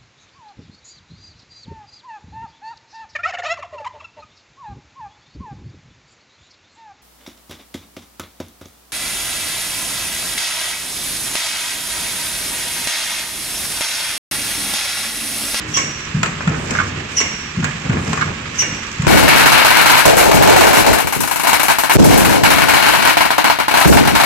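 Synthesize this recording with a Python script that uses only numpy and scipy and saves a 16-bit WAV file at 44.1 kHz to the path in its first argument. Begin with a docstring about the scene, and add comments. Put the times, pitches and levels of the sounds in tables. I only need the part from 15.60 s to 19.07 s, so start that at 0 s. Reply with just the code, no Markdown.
"""A factory hall hums while a cartoning machine hisses, thumps and clacks through two and a half cycles.
In each cycle the suction cups puff, and their arm vents a whistling jet of air and hits its stop.
The drive thumps the frame, metal levers ring under impact, and the conveyor rumbles on
while a carton scrapes along the rails and is knocked into place."""
import sys
import numpy as np
from scipy import signal
from scipy.fft import rfft, irfft, next_fast_len
from scipy.io import wavfile

SR = 44100
rng = np.random.default_rng(int(sys.argv[2]) if len(sys.argv) > 2 else 0)


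def transcribe(signal):
    """Save signal, clipped to [-1, 1], as a 16-bit WAV file at the path in sys.argv[1]."""
    frames = np.atleast_2d(signal).T
    limited = np.clip(frames, -1, 1)
    pcm = np.round(limited * 32767).astype(np.int16)
    wavfile.write(sys.argv[1], SR, pcm)


N = 153027

# Balance of a machine standing to the right: frequency_hz, lean_db (left minus right)
MACHINE_SIDE = [(150, 0.5), (400, -2), (600, -3), (1000, -1), (1650, -8), (2350, -8), (4340, -5),
                (7000, -3), (8200, 4.5), (14000, -2.5)]
# Balance of valves and levers, the highest treble to the left: frequency_hz, lean_db
BRIGHT_SIDE = [(300, 0), (1000, 4), (1650, -3), (2600, -2.5), (5000, 3), (7000, -1.5), (8200, 6),
               (14000, 1)]
# Lever impacts, and a carton tap at 1.108 s voiced the same way: start_s, level_db, treble_db, lean_db,
# focus_hz
LEVER_HITS = [(0.611, -36, 0, 5, 7700), (0.631, -7, 1, -1, 1300), (0.659, -15.5, 1, 4, 1200),
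              (0.806, -16, -28, 0, 1550), (0.875, -12, -8.5, -1, 1360), (0.944, -19, -19, -15, 1510),
              (1.108, -17.5, 6, 5.5, 453), (2.026, -20, -21, -3, 1620), (2.043, -10, 1.5, -6, 1630),
              (2.296, -15, -10, 0.5, 1550), (2.33, -18.5, -21, 5, 484), (2.37, -17.5, -16, 1, 1200),
              (2.531, -13.5, 1, 1, 1055), (2.574, -15.5, -23, 4, 1150), (2.676, -18.5, -21, -1, 1500),
              (3.42, -19, 4, -1, 1160), (3.448, -17.5, -19, 2, 1070), (3.4675, -6, -6, 10, 1480)]


def amp(db):
    """Amplitude grows tenfold every 20 decibels."""
    return 10 ** (np.asarray(db) / 20)


def unit(x):
    """Normalisation to rms 1."""
    return x / np.sqrt(np.mean(x ** 2) + 1e-20)


def read(points, hz):
    """Interpolation on a log-frequency axis."""
    f, value = np.transpose(points)
    return np.interp(np.log(hz + 1), np.log(f + 1), value)


def add(mix, start_s, sound):
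    """Superposition of a sound on the mix."""
    part = mix[:, max(round(start_s * SR), 0):][:, :sound.shape[1]]
    part += sound[:, :part.shape[1]]


def pan(lean_db):
    """Level difference between the ears at constant power."""
    gains = amp(np.array([lean_db, -lean_db]).reshape(2, -1) / 2)
    return gains / np.sqrt(np.mean(gains ** 2, axis=0))


def favour(hz, focus_hz, boost_db=7.5, width_octaves=0.089):
    """Selective excitation: a blow favours one note of the struck part."""
    return amp(boost_db * np.exp(-(np.log2((hz + 1) / focus_hz) / width_octaves) ** 2))


def noise(colour, size, lean=None, treble_db=0, focus_hz=None):
    """Partially coherent stereo noise, most alike at the two ears in the bass."""
    # Likeness of left and right: frequency_hz, coherence
    likeness = [(60, 1), (140, 0.95), (300, 0.87), (420, 0.63), (540, 0), (700, 0.46), (880, 0),
                (1150, 0.5), (1550, 0.01), (1750, 0.74), (2200, 0.1), (2700, 0.01), (12000, 0)]
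    # Phase lead of the left ear: frequency_hz, lead_rad
    lead = [(120, 0), (220, .1), (380, -.1), (700, 2.9), (1000, 5.8), (1400, 7), (1650, 6.7), (2050, 3.9),
            (2800, 2), (4000, 0)]
    hz = np.fft.rfftfreq(size, 1 / SR)
    common, separate = rfft(rng.standard_normal((2, size)))
    coherence = np.clip(read(likeness, hz), -1, 1)
    left = common * np.exp(1j * read(lead, hz))
    right = coherence * common + np.sqrt(1 - coherence ** 2) * separate
    spectrum = np.array([left, right]) * amp(read(colour, hz))
    if lean is not None:
        spectrum *= pan(read(lean, hz))
    if focus_hz:
        spectrum *= favour(hz, focus_hz)
    shelf = amp(treble_db / (1 + (3600 / (hz + 1)) ** 4))
    return irfft(spectrum * shelf, size) / irfft(spectrum, size).std()


def waver(size, rate_hz):
    """Random modulation: low-passed noise of rms about 1."""
    coarse = rng.standard_normal(SR * 4 // 16)
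    hz = np.fft.rfftfreq(len(coarse), 16 / SR)
    slow = unit(irfft(rfft(coarse) * np.exp(-(hz / rate_hz) ** 2), len(coarse)))
    return np.interp(np.arange(size) / 16, np.arange(len(slow)), slow)


def resonance(hz, width_hz, size):
    """A narrow resonance under random forcing gives a tone that drifts in amplitude and phase."""
    drift = np.array([waver(size, width_hz) + 1j * waver(size, width_hz) for _ in range(2)])
    carrier = np.exp(2j * np.pi * np.cumsum(np.full(size, hz)) / SR)
    return unit((drift / abs(drift) ** 0.72 * carrier).real)


def each_cycle(curve, cycle_s=1.412):
    """Periodic modulation: a level curve repeats with the machine cycle."""
    # Load of each cycle: level_db
    loads = [-2.5, -2.5, -0.5]
    t = np.arange(N) / SR
    load_db = np.take(loads, (t / cycle_s).astype(int), mode="clip")
    return amp(load_db + np.interp(t % cycle_s, *np.transpose(curve)))


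def blows(hits, colour, modes, crack_s, ring_db, wash_db, wash_s, ring_focus=1):
    """Impact excitation: a short crack, freely decaying modes and a duller wash of reflections."""
    out, t = np.zeros((2, N)), np.arange(SR // 2) / SR
    attack = 1 - np.exp(-t / .0004)
    for start_s, level_db, treble_db, lean_db, focus_hz in hits:
        crack = np.exp(-t / crack_s) * noise(colour, len(t), BRIGHT_SIDE, treble_db, focus_hz)
        wash = noise(colour, len(t), BRIGHT_SIDE, treble_db - 5, focus_hz)
        wash *= amp(wash_db) * np.exp(-t / wash_s)
        ring = 0
        for hz, db, t60_s in modes:
            decay = amp(ring_db + db + rng.standard_normal() - 60 * t / t60_s)
            swing = np.sin(2 * np.pi * (hz * t + rng.random((2, 1))))
            ring += favour(hz, focus_hz) ** ring_focus * decay * swing
        add(out, start_s, amp(level_db) * pan(lean_db) * attack * (crack + wash + ring))
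    return out


def hall():
    """Broadband factory roar underlies motor tones that waver in amplitude and phase."""
    # Roar spectrum: frequency_hz, density_db
    roar = [(25, -12), (55, -1.5), (90, 0.5), (150, -5.5), (220, -3), (330, -5), (480, -10.5), (700, -13),
            (1100, -6), (1700, -4.5), (2600, -4), (3300, -10), (4400, -15), (6000, -17), (7500, -17),
            (15000, -29)]
    # Motor hum and gear whine: pitch_hz, level_db
    motors = [(100, -56), (150, -47.5), (216, -47.5), (1081, -59), (1648, -50), (2143, -53), (2831, -58.5)]
    t = np.arange(N) / SR
    out = amp(-29.5 + 0.94 * waver(N, 40)) * noise(roar, N, MACHINE_SIDE)
    for hz, db in motors:
        gain = pan(read(MACHINE_SIDE, hz)) * np.sqrt(2) * amp(db + 2.2 * waver(N, 8))
        out += gain * np.sin(2 * np.pi * hz * t + 1.02 * waver(N, 5))
    return out


def drone(pitch_hz=304.6, length_s=0.318, fade_s=0.016):
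    """A narrow resonance sounds briefly at the start as a low tone."""
    out, t = np.zeros((2, N)), np.arange(round(length_s * SR)) / SR
    gate = np.clip(np.minimum(t, t[-1] - t) / fade_s, 0, 1)
    add(out, 0, amp(-39) * pan(0) * gate * resonance(pitch_hz, 12, len(t))[0])
    return out


def conveyor(ticks_per_s=57, tick_fall_s=0.0062):
    """Drive tones, chain rumble and link impacts follow the load; sliding friction makes card hiss."""
    # Conveyor effort and carton sliding through one cycle: time_s, level_db
    effort = [(0, -11), (.14, -12), (.3, -10.5), (.45, -24), (.78, -19.5), (.9, 0), (1.02, -4),
              (1.15, -1.5), (1.29, -5.5), (1.36, -7.5), (1.418, -11)]
    sliding = [(0, -44), (.09, -9), (.16, -7), (.45, -9), (.93, -9), (1.01, -12.5), (1.1, 0), (1.165, -0.5),
               (1.27, -4.5), (1.35, -14), (1.418, -9)]
    # Spectra of chain, links and cardboard: frequency_hz, density_db
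    chain = [(30, -20), (60, -11), (88, 4), (120, 3.5), (160, 2.5), (220, -3), (300, -5.5), (450, -6.5),
             (700, -11), (1200, -15.5), (2000, -23), (3500, -52), (8000, -69)]
    link = [(200, -17), (450, -19), (700, 17), (1300, 7), (2400, -17), (4000, -20), (8000, -31),
            (15000, -18)]
    card = [(300, -27.5), (800, 4), (1400, 10), (2400, 17.5), (4000, 3), (5500, 13), (7500, 11),
            (15000, 2.5)]
    # Tones of the loaded drive: pitch_hz, level_db
    tones = [(86, -32.5), (152, -30), (218, -40), (254, -34)]
    rumble = amp(-22 + 2.5 * waver(N, 17.5)) * noise(chain, N, MACHINE_SIDE)
    drive = sum(amp(db) * resonance(hz, 11.3, N)[0] for hz, db in tones)
    hits = (rng.random(N) < ticks_per_s / SR) * np.minimum(rng.exponential(1, N), 2)
    decays = unit(signal.lfilter([1], [1, -np.exp(-1 / (tick_fall_s * SR))], hits))
    ticks = amp(-40.5) * decays * noise(link, N, MACHINE_SIDE)
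    scrape = amp(-27.5 + 3.4 * waver(N, 92)) * noise(card, N, MACHINE_SIDE)
    return each_cycle(effort) * (rumble + drive + ticks) + each_cycle(sliding) * scrape


def suction_puffs(rise_s=0.025, fall_s=0.028):
    """Turbulence in the air drawn by the cups makes soft, very high hisses."""
    # Intakes of air: start_s, length_s, level_db
    puffs = [(0.062, .1, -27), (0.963, 0.092, -28), (1.486, .1, -30), (2.366, 0.15, -28), (2.902, .09, -38)]
    # Hiss spectrum: frequency_hz, density_db
    hiss = [(2000, -34), (5000, -19), (7000, -9), (8300, 0), (9400, 13), (10500, 0), (11500, -7),
            (15000, -8)]
    out, t = np.zeros((2, N)), np.arange(SR // 2) / SR
    for start_s, length_s, level_db in puffs:
        flow = np.minimum(t / rise_s, 1) * np.exp(-np.maximum(t - length_s, 0) / fall_s)
        add(out, start_s, amp(level_db) * flow * noise(hiss, len(t)))
    return out


def carton_skitters(skips_per_s=330, centre_hz=1456, ring_s=0.0027, fall_s=0.042):
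    """Intermittent contact: the carton's edge skips on the rail in tiny hits that grow until it seats."""
    # Runs of skips: start_s, peak_s, level_db
    runs = [(1.111, 1.183, -18), (2.53, 2.606, -21)]
    out, t = np.zeros((2, N)), np.arange(SR // 40) / SR
    for start_s, peak_s, level_db in runs:
        times = start_s + np.cumsum(rng.exponential(1 / skips_per_s, size=80))
        for s, (note, force, *phases) in zip(times, rng.standard_normal((len(times), 4))):
            swell = amp(-9 * max(peak_s - s, 0) / (peak_s - start_s))
            fade = np.exp(-max(s - peak_s, 0) / fall_s)
            hz = centre_hz * 2 ** (0.247 * note)
            ring = np.sin(2 * np.pi * hz * t + np.c_[phases]) * np.exp(-t / ring_s)
            add(out, s, amp(level_db + 3 * force) * swell * fade * pan(-3) * ring)
    return out


def carton_knocks():
    """Knocking the carton into place excites the modes of the guide rail."""
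    # Carton impacts: start_s, level_db, treble_db, lean_db, focus_hz
    hits = [(1.15, -23, -9, -5, 1720), (1.187, -19, -1, -6.5, 1566), (1.196, -22, -11, -9, 1240),
            (1.202, -22.5, -12, -1, 1400), (2.611, -21, 8, -1.5, 1625), (2.619, -23.5, -5, -4, 1430),
            (2.625, -24.5, -8, -11, 1530)]
    # Knock spectrum: frequency_hz, density_db
    colour = [(150, -23), (700, -45), (1100, 8), (1500, -4), (2100, -3), (3000, -5.5), (4500, -11),
              (7500, -23), (15000, -46)]
    # Rail modes: pitch_hz, level_db, t60_s
    modes = [(1176, -8, 0.26), (1207, 0.5, 0.14), (1370, -2, 0.12), (1495, 16.5, 0.024), (1657, 1, 0.17),
             (2200, -1.5, 0.16)]
    return blows(hits, colour, modes, crack_s=0.0088, ring_db=-4, wash_db=-8, wash_s=0.072)


def drive_thumps(rise_s=0.01, boom_s=0.11, hum_s=0.17, hum_hz=151.3):
    """A soft shove excites the frame's low modes: a few swings, then a boom that narrows to a hum."""
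    # Shoves of the drive: peak_s, level_db, pitch_hz, half_length_s, boom_db
    shoves = [(0.553, -8, 158.5, 0.0056, -14.5), (0.598, -14.5, 155, 0.0051, -9),
              (0.88, -7.5, 175, 0.0089, -18.5), (1.979, -11, 154, 0.0055, -10),
              (2.03, -15, 191, 0.0053, -12.5), (2.3, -6.5, 162, 0.0075, -10.5),
              (2.346, -20, 146, 0.011, -9), (2.498, -19, 218, 0.012, -10.5),
              (3.402, -8.5, 137, 0.0046, -14), (3.441, -13.5, 150, 0.0076, -13)]
    # Boom spectrum: frequency_hz, density_db
    frame = [(30, -27), (60, -11), (90, -6.5), (160, 3), (220, 0), (290, -11.5), (500, -19), (900, -28),
             (3000, -74)]
    out, t = np.zeros((2, N)), np.arange(SR) / SR
    for peak_s, level_db, hz, half_s, boom_db in shoves:
        from_peak = np.arange(N) / SR - peak_s
        out += amp(level_db) * np.exp(-(from_peak / half_s) ** 2) * np.cos(2 * np.pi * hz * from_peak)
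        boom = amp(boom_db) * np.exp(-t / boom_s) * noise(frame, len(t))
        hum = amp(-17.5) * np.exp(-t / hum_s) * resonance(hum_hz, 8.1, len(t))[0]
        add(out, peak_s, amp(level_db) * np.minimum(t / rise_s, 1) * (boom + hum))
    return out


def lever_clacks():
    """Struck metal levers ring in inharmonic modes."""
    # Clack spectrum: frequency_hz, density_db
    colour = [(100, -20), (300, -4.5), (650, 0), (1000, 2.5), (1400, 2.5), (2000, 2), (2700, -1),
              (3800, -8.5), (5500, -12.5), (7500, -2), (15000, -16)]
    # Lever modes: pitch_hz, level_db, t60_s
    modes = [(1015, -13, 0.15), (1428, -2.5, 0.18), (2447, -0.5, 0.16), (2680, -18, 0.11), (5570, -26, .1),
             (7400, -23, 0.038)]
    return blows(LEVER_HITS, colour, modes, crack_s=0.0057, ring_db=-12.5, wash_db=-11.5, wash_s=0.068)


def lever_snaps(fall_s=0.004):
    """Brief contact has a wide spectrum: each clack opens with a bright snap of metal on metal."""
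    # Contact spectrum: frequency_hz, density_db
    contact = [(2500, -19), (4500, -1), (5600, -3), (7500, -13.5), (15000, -3.5)]
    out, t = np.zeros((2, N)), np.arange(SR // 20) / SR
    for start_s, level_db, treble_db, lean_db, _ in LEVER_HITS:
        snap = np.exp(-t / fall_s) * noise(contact, len(t))
        add(out, start_s, amp(level_db + treble_db - 9) * pan(lean_db) * snap)
    return out


def arm_stops():
    """The arm hits its stop and rings on in lightly damped modes."""
    # Arm impacts: start_s, level_db, treble_db, lean_db, focus_hz
    hits = [(0.171, -12.5, 3.5, -1.5, 1083), (0.187, -17, -5, -7, 315), (1.602, -13.5, -2.5, -1, 453),
            (1.611, -13, -4, -8.5, 2070), (3.021, -11.5, -7, -2, 1780)]
    # Impact spectrum: frequency_hz, density_db
    colour = [(60, -36), (130, -26), (250, 7.5), (360, 7), (560, 9), (800, 4), (1100, 4.5), (1400, 1.5),
              (2200, 13), (3000, 7), (4200, 0), (6500, 12), (8500, 8), (15000, -7)]
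    # Arm modes: pitch_hz, level_db, t60_s
    modes = [(292, -27, 0.11), (525, -18, 0.07), (1089, -5, 0.2), (1540, -9, .3), (1790, -10.5, 0.11),
             (2243, -9, 0.49), (2264, -2, 0.13), (2823, -7, 0.74)]
    return blows(hits, colour, modes, crack_s=0.0073, ring_db=-10, wash_db=-5.5, wash_s=0.079,
                 ring_focus=1.62)


def air_vents(leak_s=0.027, rise_s=0.0099, hold_s=0.036, fall_s=0.02, shut_s=0.012):
    """A turbulent jet drives resonances: a leak swells, bursts into a shriek and bleeds until shut off."""
    # Valve openings: start_s, level_db, length_s, lean_db, whistle_hz, bleed_db, bleed_fall_s,
    # hoot_hz, hoot_db
    vents = [(0.137, -18.5, .337, -3, 5710, -8.5, 0.19, 3280, -10),
             (1.565, -15.5, 0.35, -2.5, 5660, -11, 0.18, 2954, -17.5),
             (2.982, -15.5, 0.3, -4, 5805, -11, 0.13, 2960, -14.5)]
    # Jet spectrum: frequency_hz, density_db
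    air = [(300, -21), (1000, -54), (2500, 14), (4300, -1), (5200, 13), (6000, 23.5), (7200, -14),
           (8300, 20), (15000, 4)]
    # Exhaust resonances: pitch_hz, width_hz, level_db
    exhaust = [(2055, 150, -17), (2816, 120, -14), (6730, 340, -15)]
    out, size = np.zeros((2, N)), SR // 2
    t, before = np.arange(size) / SR, np.arange(-(SR // 8), 0) / SR
    opening, after = np.minimum(t / rise_s, 1), np.maximum(t - hold_s, 0)
    burst = opening * np.exp(-after / fall_s)
    for start_s, level_db, length_s, lean_db, whistle_hz, bleed_db, bleed_s, hoot_hz, hoot_db in vents:
        leak = amp(level_db - 11.5) * np.exp(before / leak_s) * noise(air, len(before))
        add(out, start_s + before[0] + rise_s / 2, leak)
        bleed = opening * amp(bleed_db) * np.exp(-after / bleed_s - np.maximum(t - length_s, 0) / shut_s)
        hz = whistle_hz + 704 * np.exp(-t / 0.00637)  # quick downward chirp
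        whistle = burst * resonance(hz, 180, size) + bleed * resonance(hz - 35, 95, size)
        whistle *= amp(0.5 * waver(size, 56))  # flutter
        whistle += amp(-14.5) * burst * resonance(2 * hz, 360, size)
        pipe = sum(amp(db) * resonance(pipe_hz, width_hz, size) for pipe_hz, width_hz, db in exhaust)
        hoot = amp(hoot_db) * burst * resonance(hoot_hz, 110, size)
        rush = np.hypot(burst, bleed) * (pipe + amp(-4) * noise(air, size, BRIGHT_SIDE))
        add(out, start_s, amp(level_db) * (pan(lean_db) * whistle + hoot + rush))
    return out


def scene():
    """The sound pressures of hall and machine add linearly."""
    background = hall() + drone()
    arm = suction_puffs() + air_vents() + arm_stops()
    levers = lever_clacks() + lever_snaps()
    carton = carton_knocks() + carton_skitters()
    return background + arm + levers + carton + drive_thumps() + conveyor()


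def record(dry, full_scale=0.92, edge_hz=15337):
    """A small microphone dulls the top octave, clips at full scale and limits the band."""
    # Microphone response: frequency_hz, gain_db
    response = [(7700, 1), (8300, -9.5), (9000, -25.5), (10000, -27.5), (11300, -17.5), (12500, -21.5),
                (15000, -20)]
    size = next_fast_len(N + 4096)
    gain = amp(read(response, np.fft.rfftfreq(size, 1 / SR)))
    dull = irfft(rfft(dry, size) * gain, size)[:, :N]
    lowpass = signal.firwin(511, edge_hz, window=("kaiser", 9), fs=SR)
    return signal.oaconvolve(np.clip(dull, -full_scale, full_scale), lowpass[None], "same")


dry = scene()
out = record(dry)
transcribe(out)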